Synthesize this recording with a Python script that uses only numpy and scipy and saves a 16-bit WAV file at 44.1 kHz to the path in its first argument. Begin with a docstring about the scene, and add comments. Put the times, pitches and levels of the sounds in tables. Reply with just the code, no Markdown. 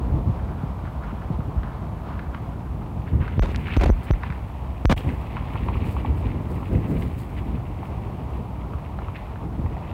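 """River ice in a boat's wake

From the embankment, one microphone hears the sheet break up in the wake of a passing boat.
Close by the ice ticks, cracks and grinds, floes knock together and water fizzes in the gaps.
Farther out the engine drones under a distant roar. Wind rumbles on the microphone;
a few gusts pin it to its limit, which thumps and blanks all other sound."""
import sys
import numpy as np
from scipy import signal
from scipy.fft import rfft, irfft, next_fast_len
from scipy.io import wavfile
from scipy.ndimage import map_coordinates

SR = 44100
rng = np.random.default_rng(int(sys.argv[2]) if len(sys.argv) > 2 else 0)


def generate_wav(sig):
    """Save sig (samples, or channels by samples) to the path in sys.argv[1] as 16-bit PCM at SR."""
    pcm = np.round(np.clip(np.atleast_2d(sig).T, -1, 1) * 32767).astype(np.int16)
    wavfile.write(sys.argv[1], SR, pcm)


N = 437913
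TIME = np.arange(N) / SR
MIC_LIMIT = 1  # the most pressure that the microphone passes


def amp(db):
    """Decibels to gain."""
    return 10 ** (np.asarray(db) / 20)


def unit(x):
    """Scales to rms 1."""
    return x / np.sqrt(np.mean(x ** 2) + 1e-20)


def add(mix, s, sound):
    """Adds a sound to the mix at time s."""
    part = mix[max(round(s * SR), 0):][:len(sound)]
    part += sound[:len(part)]


def level(rows):
    """A curve (t/s, level/dB) as a gain for every sample."""
    return amp(np.interp(TIME, *np.transpose(rows)))


def swells(rows, skew):
    """Gain of arched surges (t/s, length/s, level/dB), which peak early when skew is under 1."""
    power = np.zeros(N)
    for s, length, db in rows:
        arch = np.sin(np.pi * np.linspace(0, 1, round(length * SR)) ** skew)
        add(power, s, (amp(db) * arch) ** 2)
    return np.sqrt(power)


def colour(x, spectrum):
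    """Filters x by a spectrum (f/Hz, relative level/dB) and scales it to rms 1."""
    hz, db = np.transpose(spectrum)
    f = np.fft.rfftfreq(len(x), 1 / SR)
    gain = amp(np.interp(np.log(f + 1), np.log(hz), db))
    return unit(irfft(rfft(x) * gain, len(x)))


def noise(spectrum):
    """Noise with a given spectrum."""
    return colour(rng.standard_normal(next_fast_len(N)), spectrum)[:N]


def wander(rate):
    """A smooth random curve that changes about rate times a second."""
    knots = rng.standard_normal(4000)
    return unit(map_coordinates(knots, [TIME * rate], order=3, mode="wrap"))


def clicks(per_s, spread_db):
    """A random train of clicks, most small and a few large."""
    size = amp(spread_db * np.minimum(rng.exponential(1, N), 4))
    return size * rng.choice([-1, 1], N) * (rng.random(N) < per_s / SR)


def boat(drone_hz=64.33, drift=0.0302, throb_db=3, lap_db=1, recede_db_per_s=0.5):
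    """Out on the river a wavering engine drones in its own rumble and draws away; the wake roars on."""
    # distant roar of the wake and the banks: t/s, relative level/dB
    roar_levels = [(0.0, -42), (1.1, -41.5), (2.25, -42.5), (3.2, -45.5), (3.5, -44.5), (4.5, -44),
                   (5.35, -41.5), (6.0, -43), (6.3, -42.5), (7.2, -45), (7.9, -43), (9.5, -44), (9.92, -41)]
    # spectra of that roar and of the engine's rumble: f/Hz, relative level/dB
    roar_spectrum = [(100, -4), (300, 0.5), (480, -3), (720, 1), (1000, 0.3), (1250, -7.5), (1550, -21),
                     (2200, -20.5), (3200, -25.5), (4500, -33), (6500, -42.5), (12000, -58)]
    engine_spectrum = [(25, -29), (45, -2.5), (63, 2.5), (80, -3), (130, -6), (250, -16), (450, -35.5),
                       (1000, -67)]
    turns = np.cumsum(drone_hz * (1 + drift * wander(9))) / SR
    drone = amp(-36.5) * unit(np.sin(2 * np.pi * turns) * amp(throb_db * wander(4.6)))
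    roar = amp(2) * level(roar_levels) * noise(roar_spectrum) * amp(lap_db * wander(25))
    rumble = amp(-30.5) * noise(engine_spectrum)
    return amp(-recede_db_per_s * TIME) * (drone + rumble) + roar


def wind(eddy_growth=1.097, lump_db=2):
    """Lumpy rumble on the microphone; smaller eddies sound higher and grow faster with the wind."""
    # strength of the wind at the microphone: t/s, level/dB
    breeze_levels = [(0.0, -28.5), (0.5, -30), (1.0, -41.5), (1.4, -32.5), (2.1, -35), (2.95, -32.5),
                     (3.55, -27.5), (4.5, -39), (5.35, -32.5), (5.75, -25), (6.3, -24.5), (6.6, -27.5),
                     (7.25, -30.5), (8.4, -30.5), (9.25, -37.5), (9.6, -25), (9.8, -31), (9.92, -34)]
    # buffets, short blasts on top: t/s, length/s, rumble level/dB, relative eddy level/dB
    buffets = [(0.067, 0.17, -18, -28), (0.254, 0.082, -16, -32), (0.53, 0.068, -27, -37),
               (0.827, 0.065, -25.5, -40), (1.11, 0.046, -27, -36), (1.554, 0.067, -24.5, -40),
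               (3.1, 0.17, -19, -33.5), (3.808, .09, -14.5, -32), (5.031, 0.15, -23, -28.5),
               (6.696, 0.14, -19.5, -21.5), (6.83, 0.32, -24, -25.5), (7.474, 0.16, -21.5, -34)]
    # spectra of the deep rumble and of the small eddies: f/Hz, relative level/dB
    rumble_spectrum = [(20, -17), (42, -0.5), (70, 3.5), (110, -1), (170, -9), (300, -23.5), (600, -38.5),
                       (3000, -88)]
    eddy_spectrum = [(70, -7.5), (170, 0.5), (250, -3), (350, -7.5), (500, -14), (800, -26.5),
                     (2000, -39.5), (5000, -65)]
    breeze = level(breeze_levels)
    deep = swells([(s, length, db) for s, length, db, _ in buffets], skew=0.72)
    small = swells([(s, length, db) for s, length, _, db in buffets], skew=0.72)
    rumble = np.hypot(breeze, deep) * noise(rumble_spectrum)
    eddies = amp(-1) * np.hypot(amp(-3) * breeze ** eddy_growth, small) * noise(eddy_spectrum)
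    return (rumble + eddies) * unit(amp(lump_db * wander(45)))


def puffs(swell_s=0.0038):
    """Small vortices hit the microphone: each gives a few low swings that sag in pitch."""
    # dull puffs of wind: t/s, peak level/dB, final f/Hz
    vortices = [(0.29, -16, 120), (0.634, -15.5, 117), (1.127, -22.5, 188), (1.302, -16, 136),
                (1.389, -15, 133), (4.298, -17.5, 115), (6.749, -14, 136), (9.589, -18, 182)]
    out, t = np.zeros(N), TIME[:SR // 10]
    envelope = t / swell_s * np.exp(1 - t / swell_s)
    for s, db, hz in vortices:
        turns = np.cumsum(hz * (1 + .5 * np.exp(-t / swell_s))) / SR
        add(out, s, amp(db) * envelope * np.sin(2 * np.pi * turns))
    return out


def gusts(swing_s=0.00074):
    """Each gust pushes the microphone to about its limit or past it, swings to suction and lets go."""
    # overloading gusts: t/s, strength/MIC_LIMIT, rise/s, push/s, suction/s, release/s
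    blasts = [(3.381, 2.6, 0.0013, 0.014, 0.023, 0.038), (3.768, 0.97, 0.0014, 0.0045, 0.022, 0.013),
              (3.8948, 1.0, 0.00062, .0063, 0.019, 0.069), (4.1061, 2.3, 0.00059, 0.00406, 0.016, 0.024),
              (4.851, 3, 0.00044, 0.0047, 0.036, 0.007)]
    out = np.zeros(N)
    for s, strength, rise, push, suction, release in blasts:
        t = TIME - s
        growth = np.minimum(t / rise, (push + suction - t) / release)
        envelope = np.exp(np.clip(growth, -20, np.log(strength)))
        out += MIC_LIMIT * envelope * np.tanh(2 * (push - t) / swing_s)
    return out


def rasps(grit_db=3.5):
    """Rough, turbulent air tears across the microphone behind the gusts."""
    # bursts of turbulence: t/s, length/s, level/dB
    bursts = [(3.417, 0.048, -25.5), (3.461, 0.068, -33), (3.764, 0.016, -17), (3.778, 0.037, -27.5),
              (3.808, 0.0242, -21), (3.832, 0.016, -16), (3.856, 0.0144, -21), (3.872, 0.054, -29),
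              (4.894, 0.041, -9), (4.926, 0.018, -23), (4.965, 0.051, -36)]
    # spectrum of the torn air: f/Hz, relative level/dB
    air_spectrum = [(40, -11.5), (100, 7.5), (170, -2), (350, -9), (700, -10), (1100, -16.5), (2000, -21.5),
                    (3500, -29), (5000, -37), (8000, -46), (12000, -54), (16000, -54)]
    out = np.zeros(N)
    air = unit(noise(air_spectrum) * amp(grit_db * wander(350)))
    for s, length, db in bursts:
        part = air[round(s * SR):][:round(length * SR)]
        add(out, s, amp(db) * part * signal.windows.tukey(len(part), .3))
    return out


def fizz(flicker_db=1.5):
    """Water seethes through fresh gaps in countless tiny bursts, and now and then spurts."""
    # water fizzing in the gaps as they open: t/s, level/dB
    seepage = [(0.0, -81), (3.2, -78), (3.55, -62), (4.35, -69), (4.8, -71), (5.0, -60), (5.3, -67),
               (5.7, -65), (6.35, -69), (6.65, -63), (7.3, -63), (7.6, -70), (9.92, -78)]
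    # spurts squeezed up between the floes: t/s, length/s, level/dB
    spurts = [(4.03, .04, -53), (4.96, 0.056, -51), (5.83, 0.18, -55), (6.14, 0.12, -61),
              (6.48, 0.11, -58.5), (6.87, 0.092, -59), (6.98, 0.11, -55.5), (7.16, 0.096, -54.5),
              (7.83, .08, -66), (8.28, .16, -68)]
    # spectrum of the fizz: f/Hz, relative level/dB
    fizz_spectrum = [(2000, -9), (4500, 1.5), (6000, -9), (8000, 0), (10500, -2.5), (13800, -2),
                     (15300, 0.5)]
    flow = np.hypot(level(seepage), swells(spurts, skew=0.64))
    bursts = colour(clicks(per_s=4000, spread_db=3), fizz_spectrum)
    return flow * bursts * amp(flicker_db * wander(60))


def snap(hz, octaves, lag_s, size=1024):
    """One fracture, carried by bending waves: treble outruns bass, so with a lag it chirps down."""
    f = np.fft.rfftfreq(size, 1 / SR) + 1
    band = np.exp(-.5 * (np.log2(f / hz) / octaves) ** 2)
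    dispersion = np.exp(-4j * np.pi * lag_s * np.sqrt(hz * f))
    pulse = np.roll(irfft(band * dispersion), 32)
    return pulse / abs(pulse).max()


def tick(at_s=3.5607, peak_db=-17):
    """One sharp, dry tick close to the microphone."""
    out = np.zeros(N)
    add(out, at_s - .0007, -amp(peak_db) * snap(hz=2600, octaves=0.8, lag_s=0))
    return out


def grind(spectrum, per_s, spread_db, clump_db):
    """Floe edges grind: tiny snaps, per_s a second at each of 16 pitches, swelling in clumps."""
    grains = np.zeros(N)
    for hz in np.geomspace(800, 6000, 16):
        grain = unit(snap(hz, octaves=0.41, lag_s=.002)) * np.sqrt(hz)
        grains += signal.oaconvolve(clicks(per_s, spread_db), grain)[:N]
    return unit(colour(grains, spectrum) * amp(clump_db * wander(45)))


def grinding_floes():
    """Floes rub and slip along each other: a bright crackle nearby, a duller crunch farther out."""
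    # the near sheet, grinding harder once the wake reaches it: t/s, level/dB
    near_levels = [(0.0, -64), (1.4, -71), (2.95, -63), (3.5, -48), (3.85, -53), (4.0, -58), (4.65, -56),
                   (5.15, -53), (5.8, -48.5), (6.45, -55.5), (6.9, -50), (7.2, -56.5), (7.8, -54),
                   (8.1, -57.5), (9.3, -56), (9.5, -62.5), (9.92, -52)]
    # the ice farther out, towards the boat: t/s, level/dB
    far_levels = [(0.0, -68), (0.5, -50.5), (1.3, -54), (2.9, -55), (3.5, -52), (4.5, -60.5), (5.7, -61.5),
                  (7.2, -59.5), (9.92, -59)]
    # scrapes of two floes: t/s, length/s, crackle level/dB, crunch level/dB
    scrapes = [(0.04, 0.11, -65, -46), (1.0, 0.17, -64, -48), (1.56, 0.24, -63, -47),
               (2.043, 0.21, -63, -44), (2.314, 0.088, -60, -48), (3.056, 0.083, -52, -52),
               (3.198, .08, -46.5, -47), (3.622, 0.28, -40.5, -51), (4.002, 0.2, -49, -44.5),
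               (4.2, 0.11, -50, -48), (4.96, 0.081, -47.5, -58), (5.073, 0.064, -43.5, -49),
               (5.357, 0.046, -45, -60), (5.525, 0.055, -46, -48), (5.97, 0.085, -49, -52),
               (6.232, 0.1, -48, -58), (7.006, .05, -50, -51), (7.362, 0.047, -50, -58),
               (9.1, .16, -57, -60)]
    # colour of the near and the far grinding: f/Hz, relative level/dB
    near_spectrum = [(500, -29), (1000, -11), (1500, -1), (2000, 6), (2600, 5.5), (3200, -2), (4000, -9.5),
                     (5500, -23), (9000, -30)]
    far_spectrum = [(700, -13), (1100, -2.5), (1450, -2.5), (1900, -12.5), (3000, -21.5), (5000, -33),
                    (8000, -38)]
    bright = swells([(s, length, db) for s, length, db, _ in scrapes], skew=0.79)
    dull = swells([(s, length, db) for s, length, _, db in scrapes], skew=0.62)
    crackle = grind(near_spectrum, per_s=90, spread_db=3, clump_db=3)
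    crunch = grind(far_spectrum, per_s=260, spread_db=4, clump_db=3.5)
    return np.hypot(level(near_levels), bright) * crackle + np.hypot(level(far_levels), dull) * crunch


def fractures(rows, gain_db, octaves, lag_s, splinter_db, decay_s, edge_db,
              edge_ratio=2.293, splinters_per_s=1500):
    """Each event is one snap with a brighter edge and a quickly dying spray of splinters."""
    out, t = np.zeros(N), TIME[:SR // 8]
    for s, db, hz in rows:
        splinters = rng.random(len(t)) < splinters_per_s / SR
        breaks = amp(splinter_db) * rng.standard_normal(len(t)) * splinters * np.exp(-t / decay_s)
        breaks[0] = 1  # the main break
        pulse = snap(hz, octaves, lag_s) + amp(edge_db) * snap(edge_ratio * hz, octaves, lag_s)
        sound = signal.fftconvolve(breaks, pulse)
        add(out, s - lag_s / 2, amp(db + gain_db) * sound / abs(sound).max())
    return out


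def ice(muffle_hz=4200):
    """The sheet cracks and its floes knock and grind, all dulled by the snow cover."""
    # sharp cracks in the sheet: t/s, relative peak level/dB, f/Hz
    breaks = [(1.6322, -27.5, 1240), (2.1916, -27, 1450), (2.3458, -24, 1300), (3.0765, -34, 1590),
              (3.2783, -23, 1400), (3.5456, -21, 1450), (3.6843, -21, 1350), (3.706, -29, 1750),
              (3.74, -25, 2140), (3.7582, -26, 1670), (4.1355, -31, 1620), (4.2334, -20.5, 1620),
              (4.3014, -27, 1630), (4.323, -26.5, 1510), (4.976, -23.5, 2650), (5.0997, -30, 1540),
              (5.3682, -29.5, 1290), (5.3848, -36, 1820), (7.0218, -29, 2300), (8.987, -29, 1390),
              (9.357, -31, 1330)]
    # hollow knocks of floe against floe: t/s, relative peak level/dB, f/Hz
    collisions = [(1.404, -35.5, 1120), (4.236, -25, 890), (5.367, -25, 1070), (5.554, -27.5, 990),
                  (5.684, -24, 940), (5.754, -28, 980), (5.965, -25.5, 1040), (6.047, -24, 880),
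                  (6.628, -31.5, 1040), (7.829, -29, 880), (8.734, -33, 1110), (8.987, -33, 770),
                  (9.018, -32, 970), (9.083, -30.5, 1060), (9.66, -31.5, 930), (9.766, -30.5, 830)]
    cracks = fractures(breaks, gain_db=0.5, octaves=0.45, lag_s=0.001996,
                       splinter_db=-7, decay_s=0.0049, edge_db=-15.5)
    knocks = fractures(collisions, gain_db=4.5, octaves=0.28, lag_s=0.00297,
                       splinter_db=-7.5, decay_s=0.0053, edge_db=-13)
    snow = signal.butter(2, muffle_hz, fs=SR, output="sos")
    return signal.sosfilt(snow, cracks + knocks + grinding_floes())


def embankment(x, wet_db=-7, t60_s=0.6, echoes_per_s=2000):
    """The quay wall and the floes scatter a short, thin echo back to the microphone."""
    t = TIME[:SR // 2]
    taps = rng.standard_normal(len(t)) * (rng.random(len(t)) < echoes_per_s / SR)
    taps *= (t > .004) * amp(-60 * t / t60_s)
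    return x + amp(wet_db) * signal.oaconvolve(x, taps / np.linalg.norm(taps))[:N]


def choke(at_s=4.944, length_s=0.02, depth_db=-22):
    """Gain of one brief dip in the level, just after the strongest gust."""
    dip_db = np.zeros(N)
    add(dip_db, at_s, depth_db * signal.windows.tukey(round(length_s * SR), .3))
    return amp(dip_db)


def limiter(x, ceiling_db=-9.5, recovery_db_per_s=500, attack_s=0.000086, step_hz=6000, zipper_db=-39):
    """Holds the peaks down; a fine ripple in its gain whistles faintly while it works."""
    over_db = np.maximum(20 * np.log10(abs(x) + 1e-9) - ceiling_db, 0)
    recovery_db = TIME * recovery_db_per_s
    held_db = np.maximum.accumulate(over_db + recovery_db) - recovery_db
    pole = np.exp(-1 / (attack_s * SR))
    cut_db = signal.lfilter([1 - pole], [1, -pole], held_db)
    working = np.tanh(np.maximum(cut_db - 2, 0))
    angle = 2 * np.pi * step_hz * TIME
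    ripple = amp(zipper_db) * working * (np.sin(angle) + .5 * np.sin(2 * angle))
    return np.clip(x * (1 + ripple) / amp(cut_db), -.6, .6)


def scene():
    """Ice, water, boat and wind at one microphone on the embankment."""
    river = embankment(ice()) + tick() + fizz() + boat()
    return (river + wind() + puffs() + gusts() + rasps())[None]


def record(dry, hiss_db=-66, low_cut_hz=43, high_cut_hz=15850):
    """The input saturates and a steep low cut rings after each overload; limiter and high cut follow."""
    pressure = (dry[0] + amp(hiss_db) * rng.standard_normal(N)) * choke()
    pinned = pressure / (1 + (pressure / MIC_LIMIT) ** 10) ** (1 / 10)
    low_cut = signal.butter(8, low_cut_hz, btype="high", fs=SR, output="sos")
    high_cut = signal.firwin(511, high_cut_hz, window=("kaiser", 9), fs=SR)
    limited = limiter(signal.sosfilt(low_cut, pinned))
    return signal.oaconvolve(limited, high_cut, "same")[None]


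dry = scene()
out = record(dry)
generate_wav(out)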